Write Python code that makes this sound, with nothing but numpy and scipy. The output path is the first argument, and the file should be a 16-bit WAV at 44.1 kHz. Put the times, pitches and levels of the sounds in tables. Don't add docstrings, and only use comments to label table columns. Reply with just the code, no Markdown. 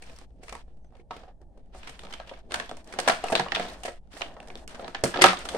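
import sys
import numpy as np
from scipy import signal
from scipy.fft import rfft, irfft
from scipy.io import wavfile
from scipy.ndimage import uniform_filter1d

SR = 44100
rng = np.random.default_rng(int(sys.argv[2]) if len(sys.argv) > 2 else 0)


def transcribe(u):
    v = np.clip(np.atleast_2d(u).T, -1, 1)
    q = np.round(v * 32767).astype(np.int16)
    wavfile.write(sys.argv[1], SR, q)


N = 245637

# frequency in Hz, relative level in dB per Hz.
CRACK_COLOUR = [(550, -37.5), (900, -1.5), (1400, -2), (2000, -2.5), (3500, -4.5), (5000, -12.5),
                (6500, -21.5), (8500, -35.5), (12000, -95)]
# frequency in Hz, relative level in dB per Hz.
EDGE_COLOUR = [(2470, -65.5), (4200, -7), (4650, -12), (5250, -9), (6980, -9.5), (8760, -4), (10800, -19.5),
               (14100, -26), (15400, -37.5), (16400, -32)]


def undb(db):
    return 10 ** (np.asarray(db) / 20)


def unit(x):
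    return x / np.sqrt(np.mean(x ** 2))


def colour(x, points):
    hz, db = np.transpose(points)
    grid = np.maximum(np.arange(2049) * SR / 4096, 1)
    curve_db = np.interp(np.log(grid), np.log(hz), np.maximum(db, -90))
    cepstrum = irfft(np.log(undb(curve_db)))
    cepstrum[1:2048] *= 2
    cepstrum[2049:] = 0
    response = irfft(np.exp(rfft(cepstrum)))
    response = response.reshape((1,) * (x.ndim - 1) + (-1,))
    return signal.oaconvolve(x, response, axes=-1)[..., :x.shape[-1]]


def pair(shape, like, count):
    shared = rng.standard_normal(shape)
    own = rng.standard_normal((2,) + shape)
    like = np.clip(like, 0, 1)
    shared = np.array([shared, np.roll(shared, count, axis=-1)])
    return np.sqrt(like) * shared + np.sqrt(1 - like) * own


def walk(rate):
    k = int(SR / rate)
    steps = np.repeat(rng.standard_normal(N // k + 1), k)
    return unit(uniform_filter1d(uniform_filter1d(steps, k), k)[:N])


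def dent_bursts(span):
    t = np.arange(8192) / SR
    shape = (1 - np.exp(-t / (0.12 * span))) * np.exp(-np.log(10) * t / span)
    jerks = undb(2.3 * np.repeat(rng.standard_normal((len(span), 256)), 32, axis=1))
    return pair((len(span), len(t)), 0.13, count=2) * shape * jerks


def wall_answers(span):
    room_t60_s, room_db = 0.35, -18
    t = np.arange(8192) / SR
    after_ticks = undb(2.57 * np.repeat(rng.standard_normal((len(span), 64)), 128, axis=1))
    noise = pair((len(span), len(t)), 0.021, count=0)
    walls = undb(room_db) * noise * np.sqrt(span / 0.0098) * after_ticks
    fade = np.exp(-np.log(1000) * t / room_t60_s) * np.cos(np.pi / 2 * t / t[-1])
    return walls * (1 - np.exp(-t / 0.001)) * fade


def dent_resonance(dent_hz):
    spread_oct = 0.04
    hz = dent_hz * 2 ** (spread_oct * rng.standard_normal(dent_hz.shape))
    tune = np.arange(1, 4098) * SR / 8192 / hz
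    off_tune = 1j * (tune - 1 / tune)
    return 0.82 + 0.83 / (1 + 5.1 * off_tune) + 1.8 / (1 + 80.0 * off_tune)


def tray_ring(ring_hz):
    # frequency in Hz before flexing, strength in dB before each snap's mix,
    # time to fade by 60 dB in s before the fingers' damping of the ring.
    tray = [(135, -15, 0.11), (186, -11, 0.12), (260, -7.5, 0.16), (355, -8, 0.2), (463, -4, 0.069),
            (555, -6, 0.069), (650, -6, 0.11), (712, -7, 0.11), (775, -11, 0.12), (860, -12, 0.05),
            (937, -9, 0.05), (1028, -13, 0.05), (1155, -7, 0.04), (1320, -8.5, 0.12), (1660, -9, 0.15),
            (1940, -11, 0.12)]
    flex_share = 0.029
    damp_per_s = 47
    knock_share, knock_ms = 0.5, 4.7
    hz, db, t60 = np.transpose(tray)[:, :, None]
    t = np.arange(4096) / SR
    flex = 1 + flex_share * rng.standard_normal((len(ring_hz), 1, 1))
    swing = np.exp((2j * np.pi * hz * flex - np.log(1000) / t60) * t)
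    modes = undb(db) * swing * (1 - np.exp(-t / 0.0014))

    chance = rng.standard_normal((len(ring_hz), 3, len(tray)))
    octaves_away = np.abs(np.log2(hz.T / ring_hz))
    mix = undb(4.3 * chance[:, 0] - 14.2 * octaves_away) * np.exp(1.43 * 1j * chance[:, 1])
    skew = np.exp(1j * 0.28 * chance[:, 2] * hz.T / 1000)
    ring = np.imag(np.einsum("ckm,kmt->ckt", np.array([mix * skew, mix / skew]), modes))
    ring = ring * np.exp(-damp_per_s * t)
    ring = ring * (1 - knock_share + knock_share * np.exp(-1000 * t / knock_ms))

    low_mix = undb(5.3 * chance[:, 2, :5]) * np.exp(1j * chance[:, 1, :5])
    thump = np.imag(np.einsum("km,kmt->kt", low_mix, modes[:, :5]))
    return ring, thump


def snaps():
    # time in s, crack peak in dB, tray ring peak in dB, bright edge peak in dB,
    # left minus right in dB, pitch the ring is strongest near in Hz,
    # crack length in ms (fall by 20 dB; kept within 0.5 to 40), dent resonance in Hz before scatter,
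    # low flex peak in dB.
    dents = [(0.0223, -38.5, -58, -42, 0.0, 358.0, 12.5, 2370, -50),
             (0.0972, -40.5, -48, -50.0, 0, 460.0, 3.0, 2530, -52.5),
             (0.187, -41.5, -51, -40, -1, 338.0, 4.6, 5370, -57.5),
             (0.2129, -45, -49, -61, -10, 620, 5.1, 2330, -49),
             (0.305, -64, -67, -79, 0.0, 500.0, 7.1, 1380.0, -57.0),
             (0.4319, -41.5, -39.5, -45, 0.0, 550.0, 16.0, 2050, -52),
             (0.4823, -34.0, -53.0, -47.5, 10, 830.0, 5.3, 1970, -55),
             (0.4928, -34.5, -47, -39.5, -9.0, 861.0, 9.6, 2460, -57.0),
             (0.5252, -30, -31.5, -36, 1.5, 960, 8.5, 2280.0, -48),
             (0.5516, -32, -33.5, -39, -5, 920, 5.8, 1830.0, -47),
             (0.6783, -69, -54.5, -80.0, -3.0, 910, 8.0, 1300.0, -56),
             (0.705, -67, -72, -80.0, 0.0, 503, 7, 1300.0, -60),
             (0.77, -64, -61, -70, -3, 301.0, 9.6, 1300.0, -67),
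             (0.845, -60, -53, -64, 1.0, 490, 6.7, 1430.0, -55.5),
             (0.906, -65, -70.0, -74, 0.0, 500.0, 8.0, 1300.0, -61.0),
             (0.9231, -71, -49.5, -73, -7, 905, 6.7, 1300.0, -62),
             (0.9517, -50.5, -46.0, -64, 0.0, 820, 9.5, 1820, -54.5),
             (0.968, -56, -66, -64, 3, 800.0, 9.4, 2210.0, -61),
             (0.9961, -52.5, -47, -74, 0.0, 374, 19, 2280.0, -57),
             (1.1084, -29.5, -24.5, -51.0, -1.5, 875, 12.6, 1310, -48),
             (1.1644, -37, -44, -48.0, -3, 474.0, 10.0, 1320, -47),
             (1.2344, -46.5, -43, -68, -6, 710, 9.2, 1330, -62),
             (1.28, -52.5, -41.5, -72.0, -2, 745.0, 31, 1300.0, -69),
             (1.4144, -57.5, -47.5, -62, -1, 370, 8.2, 1570.0, -60),
             (1.5744, -56.5, -47.5, -63.0, 2.0, 662.0, 14, 1390, -53),
             (1.6594, -63, -72.0, -71, 4, 370.0, 6.1, 1880, -69),
             (1.7484, -48, -37.5, -49.5, -2, 724, 4.7, 1280, -52),
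             (1.8317, -32.5, -50.0, -53, -2, 1280.0, 5.2, 2530, -58.5),
             (1.8716, -29.0, -39.5, -39.5, -2, 900.0, 15.0, 2350, -53),
             (1.8936, -32.5, -42.0, -40.5, -2, 700.0, 10.0, 3200, -47),
             (1.9929, -29.5, -54, -39.5, -1.0, 423.0, 5.4, 3530, -52),
             (2.034, -36, -42, -46, -2, 705, 9.5, 1290, -45),
             (2.0497, -34, -40, -50.0, -3.0, 674.0, 9.9, 1300.0, -47),
             (2.0694, -34, -42, -70.0, -4.0, 860.0, 2.6, 1300.0, -61),
             (2.1065, -38, -42, -65, 0.0, 900.0, 8.8, 1300.0, -53),
             (2.1256, -30, -63.0, -43, 0, 365.0, 6.3, 3050, -54.5),
             (2.137, -30, -49, -41.5, -12, 960.0, 8.7, 3200, -51),
             (2.1999, -30, -28.5, -72.0, 1, 890, 3.2, 1720.0, -56.0),
             (2.2717, -40, -45, -52, 1.0, 665.0, 24, 2930.0, -68),
             (2.2932, -30, -47, -50.5, -2, 710.0, 8.2, 3170, -62),
             (2.3134, -61.0, -31.5, -70.0, -1.0, 660, 3.0, 1470.0, -59),
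             (2.3366, -39.5, -56, -70.0, -13, 1060.0, 9.1, 2190, -57),
             (2.374, -48.0, -49, -65.0, 3, 800.0, 5.3, 1520.0, -72),
             (2.3897, -62, -55, -53, -3, 910.0, 6.6, 3120.0, -68),
             (2.509, -33.5, -37, -47, -8, 900.0, 7.5, 2120, -51.0),
             (2.5202, -22.5, -34, -29, 2, 1030.0, 5.6, 1385, -42),
             (2.5406, -14, -28, -24.5, -1.0, 660.0, 10.2, 1600, -48),
             (2.599, -16, -28.5, -37, 0.0, 940, 5.2, 1720, -39.5),
             (2.6933, -29.5, -36.0, -40.0, -3, 690.0, 4.7, 3530, -49),
             (2.7134, -26.5, -29, -38, 0, 780.0, 1.6, 1310, -37),
             (2.7696, -41.5, -42, -39.5, -1, 740.0, 7.8, 2430.0, -55),
             (2.8435, -53, -67, -47, 0.0, 700.0, 7.1, 5640.0, -65),
             (2.8739, -46, -51, -43.5, 0, 660.0, 5.6, 2840.0, -50),
             (2.9243, -33, -46, -38, -4, 480.0, 11, 2070, -53),
             (2.937, -27.5, -37, -39.5, 0, 480.0, 9.5, 1360, -45.0),
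             (2.9875, -16.0, -16.5, -27, 0, 663, 12, 1660, -37),
             (2.9995, -23, -45, -25.5, -10, 660.0, 6.9, 4470, -47),
             (3.064, -27, -40, -48, 3, 700.0, 6.0, 1400, -49),
             (3.0765, -9.5, -9, -20.5, -1, 760, 10.6, 1640, -30.5),
             (3.0844, -15, -16, -19, 12, 970, 9.4, 2350.0, -32),
             (3.0964, -9, -8.5, -25.5, -1.5, 725, 12, 1436, -35),
             (3.24, -25.5, -17, -28, 1, 844, 7.4, 2840.0, -56),
             (3.258, -44, -27, -52, -2, 800.0, 5.6, 1370, -51),
             (3.2694, -36, -49, -39, 5, 660.0, 5, 2500.0, -51),
             (3.2834, -24.5, -49, -37, 0, 781.0, 8.2, 2580, -60),
             (3.2994, -41, -22, -33.5, 3.0, 875.0, 40, 1300.0, -39),
             (3.3218, -22.5, -16.5, -27.5, 0.5, 646, 11, 2620, -30),
             (3.3274, -21.5, -20, -33, -4, 596, 8.8, 1740, -31),
             (3.3528, -7.5, -15.5, -25.5, 8, 740, 4, 3910, -33),
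             (3.3967, -13, -14.5, -27, -4.5, 670, 7.3, 1760, -26),
             (3.462, -33, -24.5, -68.0, 2.0, 870.0, 2.9, 1560, -40),
             (3.4845, -26.5, -42.0, -58, -4, 904.0, 4.9, 2770, -45.0),
             (3.5204, -14.5, -27, -43, -5, 690, 4.8, 1855, -40),
             (3.5483, -14.0, -36, -33.0, 1.5, 930, 13, 3620, -37),
             (3.5606, -15, -37, -46, -4, 426.0, 4.3, 1440, -50),
             (3.5694, -22, -21.5, -54.0, -4, 700.0, 3.8, 3400, -37),
             (3.5972, -21.5, -19, -36.0, -3, 673, 5.7, 1850, -33.5),
             (3.6494, -32.5, -31, -45, 3, 634.0, 11.0, 2140.0, -44),
             (3.8342, -28.5, -35.5, -31, -1, 690, 9.7, 2870, -64),
             (3.8516, -25, -24.0, -31, -1, 605, 26, 1990, -42),
             (3.8794, -28.5, -24.5, -40, 0, 780, 14, 1840, -39),
             (4.074, -60, -66.5, -69, 1, 720, 3.2, 1290, -57),
             (4.1675, -33, -41, -54, -8, 700.0, 12, 1760, -67),
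             (4.209, -27, -30.5, -57, 4, 716, 5.4, 1800, -51.5),
             (4.2178, -17.5, -27.5, -41, -9.0, 810, 5.6, 2950, -63),
             (4.367, -43.5, -35, -80, -1, 860, 7.7, 1320, -58),
             (4.4024, -31, -40.5, -47, -2, 660.0, 3.5, 2840.0, -48),
             (4.4285, -42, -54, -53, -2, 700.0, 5.7, 1320, -55),
             (4.4732, -42.0, -45.5, -44.5, -1, 657.0, 8.1, 1780.0, -54),
             (4.484, -40, -39, -42, -2, 700.0, 7.1, 1330, -47.0),
             (4.5022, -32.5, -39.0, -59.0, -2, 726.0, 5.8, 2210.0, -41),
             (4.5555, -25.5, -40, -38.5, -2.5, 570.0, 1.36, 3670, -41),
             (4.6768, -32, -57, -29.5, -1.0, 640.0, 8.3, 2900, -44),
             (4.7454, -34.5, -42.5, -45, -1, 660, 23, 1590, -45),
             (4.795, -34, -30, -68, -2.0, 670, 4.9, 1310, -47),
             (4.8249, -37, -37, -70.0, 3, 516.0, 3.2, 1310, -45.5),
             (4.8449, -32, -32.5, -63.0, -2, 675.0, 4.6, 4130.0, -50),
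             (4.8793, -29, -34, -40, -3, 705, 6.2, 1320, -38),
             (4.9472, -19.5, -27.5, -45, -0.5, 726, 10.2, 1710, -42.5),
             (5.0374, -14.5, -12.5, -13, -3.5, 670, 11.5, 1680, -19),
             (5.0554, -24, -21.5, -49, -2.5, 354, 33, 1380.0, -40),
             (5.1402, -21.5, -22.0, -57.0, -2, 1300, 13, 1300.0, -33),
             (5.1594, -21.0, -21, -49.0, 2.0, 680, 7.5, 1300.0, -31.5),
             (5.1734, -19, -29, -45, -4, 630.0, 3.4, 1310, -33.5),
             (5.1901, -23.5, -17, -57, -5, 725, 22, 1730, -34),
             (5.212, -8.5, -19, -24, -1, 516, 40, 4740, -27),
             (5.219, -0.5, -16, -2.5, 0.5, 1210.0, 11, 2050, -16),
             (5.2405, 5, -1.5, -15, -5.0, 895, 5.7, 1296, -19.5),
             (5.2594, -11, -22, -16.5, 5, 700.0, 6.8, 1340, -20.5),
             (5.2844, -35.0, -23, -54.0, 1.0, 900.0, 8.7, 1300.0, -30.5),
             (5.3314, -44.0, -20, -63.0, -5, 940, 5.0, 1300.0, -48),
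             (5.3712, -28, -49, -43, -7, 665.0, 7.4, 3620, -39.5),
             (5.3894, -51, -63, -34, 4, 550, 7.9, 4180, -64),
             (5.4525, -26, -34, -33, -3.5, 654.0, 13, 1390, -41),
             (5.4879, -21.5, -35, -26.5, 2.5, 590.0, 9.9, 3540, -59),
             (5.5473, -26, -18.5, -39, 1, 645, 8.1, 2100, -41)]
    columns = np.transpose(dents)[:, :, None]
    start, crack_db, ring_db, edge_db, pan_db, ring_hz, ms, dent_hz, thump_db = columns
    span = np.clip(ms, .5, 40) / 1000
    burst, walls = dent_bursts(span), wall_answers(span)
    dent = dent_resonance(dent_hz)
    crack = [irfft(rfft(colour(x, CRACK_COLOUR)) * dent) for x in (burst, walls)]
    edge = [colour(x, EDGE_COLOUR) for x in (burst, walls)]
    ring, thump = tray_ring(ring_hz)

    length, ring_length = burst.shape[-1], ring.shape[-1]
    cracks, answers, rings = np.zeros((3, 2, N + length))
    for k, at in enumerate(start[:, 0]):
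        i = max(int((at - .0006) * SR), 0)
        side = undb(np.array([pan_db[k], -pan_db[k]]) / 2)
        for (near, far), peak_db in ((crack, crack_db), (edge, edge_db)):
            gain = undb(peak_db[k]) / np.abs(near[:, k]).max()
            cracks[:, i:i + length] += gain * side * near[:, k]
            answers[:, i:i + length] += gain * far[:, k]
        ring_gain = undb(ring_db[k]) / np.abs(ring[:, k]).max()
        thump_gain = undb(thump_db[k]) / np.abs(thump[k]).max()
        rings[:, i:i + ring_length] += ring_gain * side * ring[:, k]
        rings[:, i:i + ring_length] += thump_gain * thump[k]
    return cracks[:, :N], answers[:, :N], rings[:, :N]


def hands():
    # time in s, rubbing level in dB, dull rustle level in dB.
    strokes = [(0, -69, -62), (.12, -54.5, -59), (.26, -63.5, -67), (.41, -55.5, -56.5), (.63, -65, -65),
               (1.03, -77.5, -66.5), (1.15, -55.5, -53), (1.32, -84, -61.5), (1.79, -56, -58.5),
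               (1.93, -63, -60), (2.14, -57, -53.5), (2.23, -62, -59), (2.4, -65, -58), (2.57, -46, -43),
               (2.75, -68.5, -62.5), (3.08, -47, -40), (3.18, -59, -50), (3.27, -46, -49),
               (3.48, -55.5, -54), (3.6, -44, -40), (3.75, -51, -46), (3.98, -69.5, -75),
               (4.19, -45.5, -51.5), (4.38, -68.5, -51), (4.6, -59, -55), (4.64, -63, -51.5),
               (4.69, -53.5, -54.5), (4.82, -56.5, -46.5), (4.99, -61, -51.5), (5.07, -59, -44),
               (5.25, -41.5, -43.5), (5.46, -52.5, -49), (5.57, -44, -34)]
    # frequency in Hz, relative level in dB per Hz.
    dull_colour = [(120, -11), (200, -0.5), (474, -5.5), (581, -1), (651, 3.5), (1090, -10.5), (1400, -17),
                   (1820, -10.5), (3080, -120)]
    bright_db, crease_db = -11, -4
    start, *columns = np.transpose(strokes)
    rub_db, dull_db = (np.interp(np.arange(N) / SR, start, c) for c in columns)
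    ticks = (rng.random(N) < 200 / SR) * undb(3.8 * np.minimum(rng.exponential(size=N), 3))
    ticks = signal.lfilter([1], [1, -np.exp(-1 / (0.00083 * SR))], ticks)
    sheet = pair((N,), 0.028, count=2) * (1 + 0.25 * ticks)
    dull = pair((N,), 0.77, count=2)
    rubbing = undb(rub_db + 3.84 * walk(30)) * unit(colour(sheet, CRACK_COLOUR))
    bright = undb(rub_db + bright_db + 3.0 * walk(59)) * unit(colour(sheet, EDGE_COLOUR))
    rustle = undb(dull_db + 1.63 * walk(30)) * unit(colour(dull, dull_colour))
    return rubbing + bright + rustle + undb(rub_db + crease_db) * creases()


def creases():
    pitches_hz = (300, 450, 700, 1200, 1900, 2800, 3800, 5200)
    per_s, fade_ms = 40, 4.6
    out = 0
    for hz in pitches_hz:
        ticks = (rng.random(N) < per_s / SR) * undb(6 * np.minimum(rng.exponential(size=N), 3))
        fading = signal.lfilter([1], [1, -np.exp(-1000 / (fade_ms * SR))], ticks)
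        rasp = fading * pair((N,), 500. / hz, count=2)
        out = out + unit(signal.lfilter(*signal.iirpeak(hz, 3.5, fs=SR), rasp))
    return unit(out)


def room(ring):
    t60_s, level_db = 0.2, -5
    t = np.arange(SR // 2) / SR
    tail = pair(t.shape, 0.66, count=0) * np.exp(-np.log(1000) * t / t60_s) * np.minimum(t / 0.0075, 1)
    tail = tail / np.sqrt(np.sum(tail ** 2) / 2)
    mono = ring.mean(axis=0)[None]
    return undb(level_db) * signal.oaconvolve(mono, tail, axes=-1)[:, :N]


def treble_dips(x):
    # start in s, end in s, change of level in dB.
    dips = [(0.259, 0.417, -24), (0.627, 0.924, -15.5), (1.026, 1.105, -20), (1.327, 1.411, -15),
            (1.442, 1.597, -18), (1.607, 1.731, -23), (2.414, 2.497, -22), (2.819, 2.851, -10.5),
            (3.992, 4.11, -24.5), (4.652, 4.681, -20)]
    t = np.arange(N) / SR
    db = sum(depth_db * ((t > a) & (t < b)) for a, b, depth_db in dips)
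    bass = signal.sosfiltfilt(signal.butter(3, 600, fs=SR, output="sos"), x)
    return bass + (x - bass) * undb(uniform_filter1d(1. * db, size=1000))


def hush():
    # frequency in Hz, relative level in dB per Hz.
    hush_colour = [(10, -17.5), (22, 8.5), (34, -3), (50, 6), (70, 0.5), (90, -13), (120, -8.5),
                   (190, -14.5), (300, -26), (650, -26.5), (850, -24), (1100, -53), (2500, -58.5),
                   (9000, -55.5), (16000, -79.5)]
    rumble_db, drift_db = -51, -49
    noise = unit(colour(pair((N,), 0.72, count=0), hush_colour))
    return undb(rumble_db + 0.38 * walk(14)) * noise + undb(drift_db) * walk(18)


def whistle():
    start_s, length_s, level_db = .81, .105, -89
    low_hz, rise_hz = 5800, 370
    progress = np.clip((np.arange(N) / SR - start_s) / length_s, 0, 1)
    arch = np.sin(np.pi * progress ** .65)
    flicker_db = 6 * walk(90)
    tone = np.sin(2 * np.pi * np.cumsum(low_hz + rise_hz * arch) / SR)
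    return undb(level_db + flicker_db) * np.sqrt(np.abs(arch)) * tone


def scene():
    cracks, walls, ring = snaps()
    dipped = treble_dips(walls + room(ring) + hands())
    return cracks + ring + dipped + hush() + whistle()


def record(dry):
    top_hz = 16300
    rounded = np.tanh(1.05 * dry) / 1.05
    return signal.sosfilt(signal.ellip(12, .2, 100, top_hz, fs=SR, output="sos"), rounded)


dry = scene()
out = record(dry)
transcribe(out)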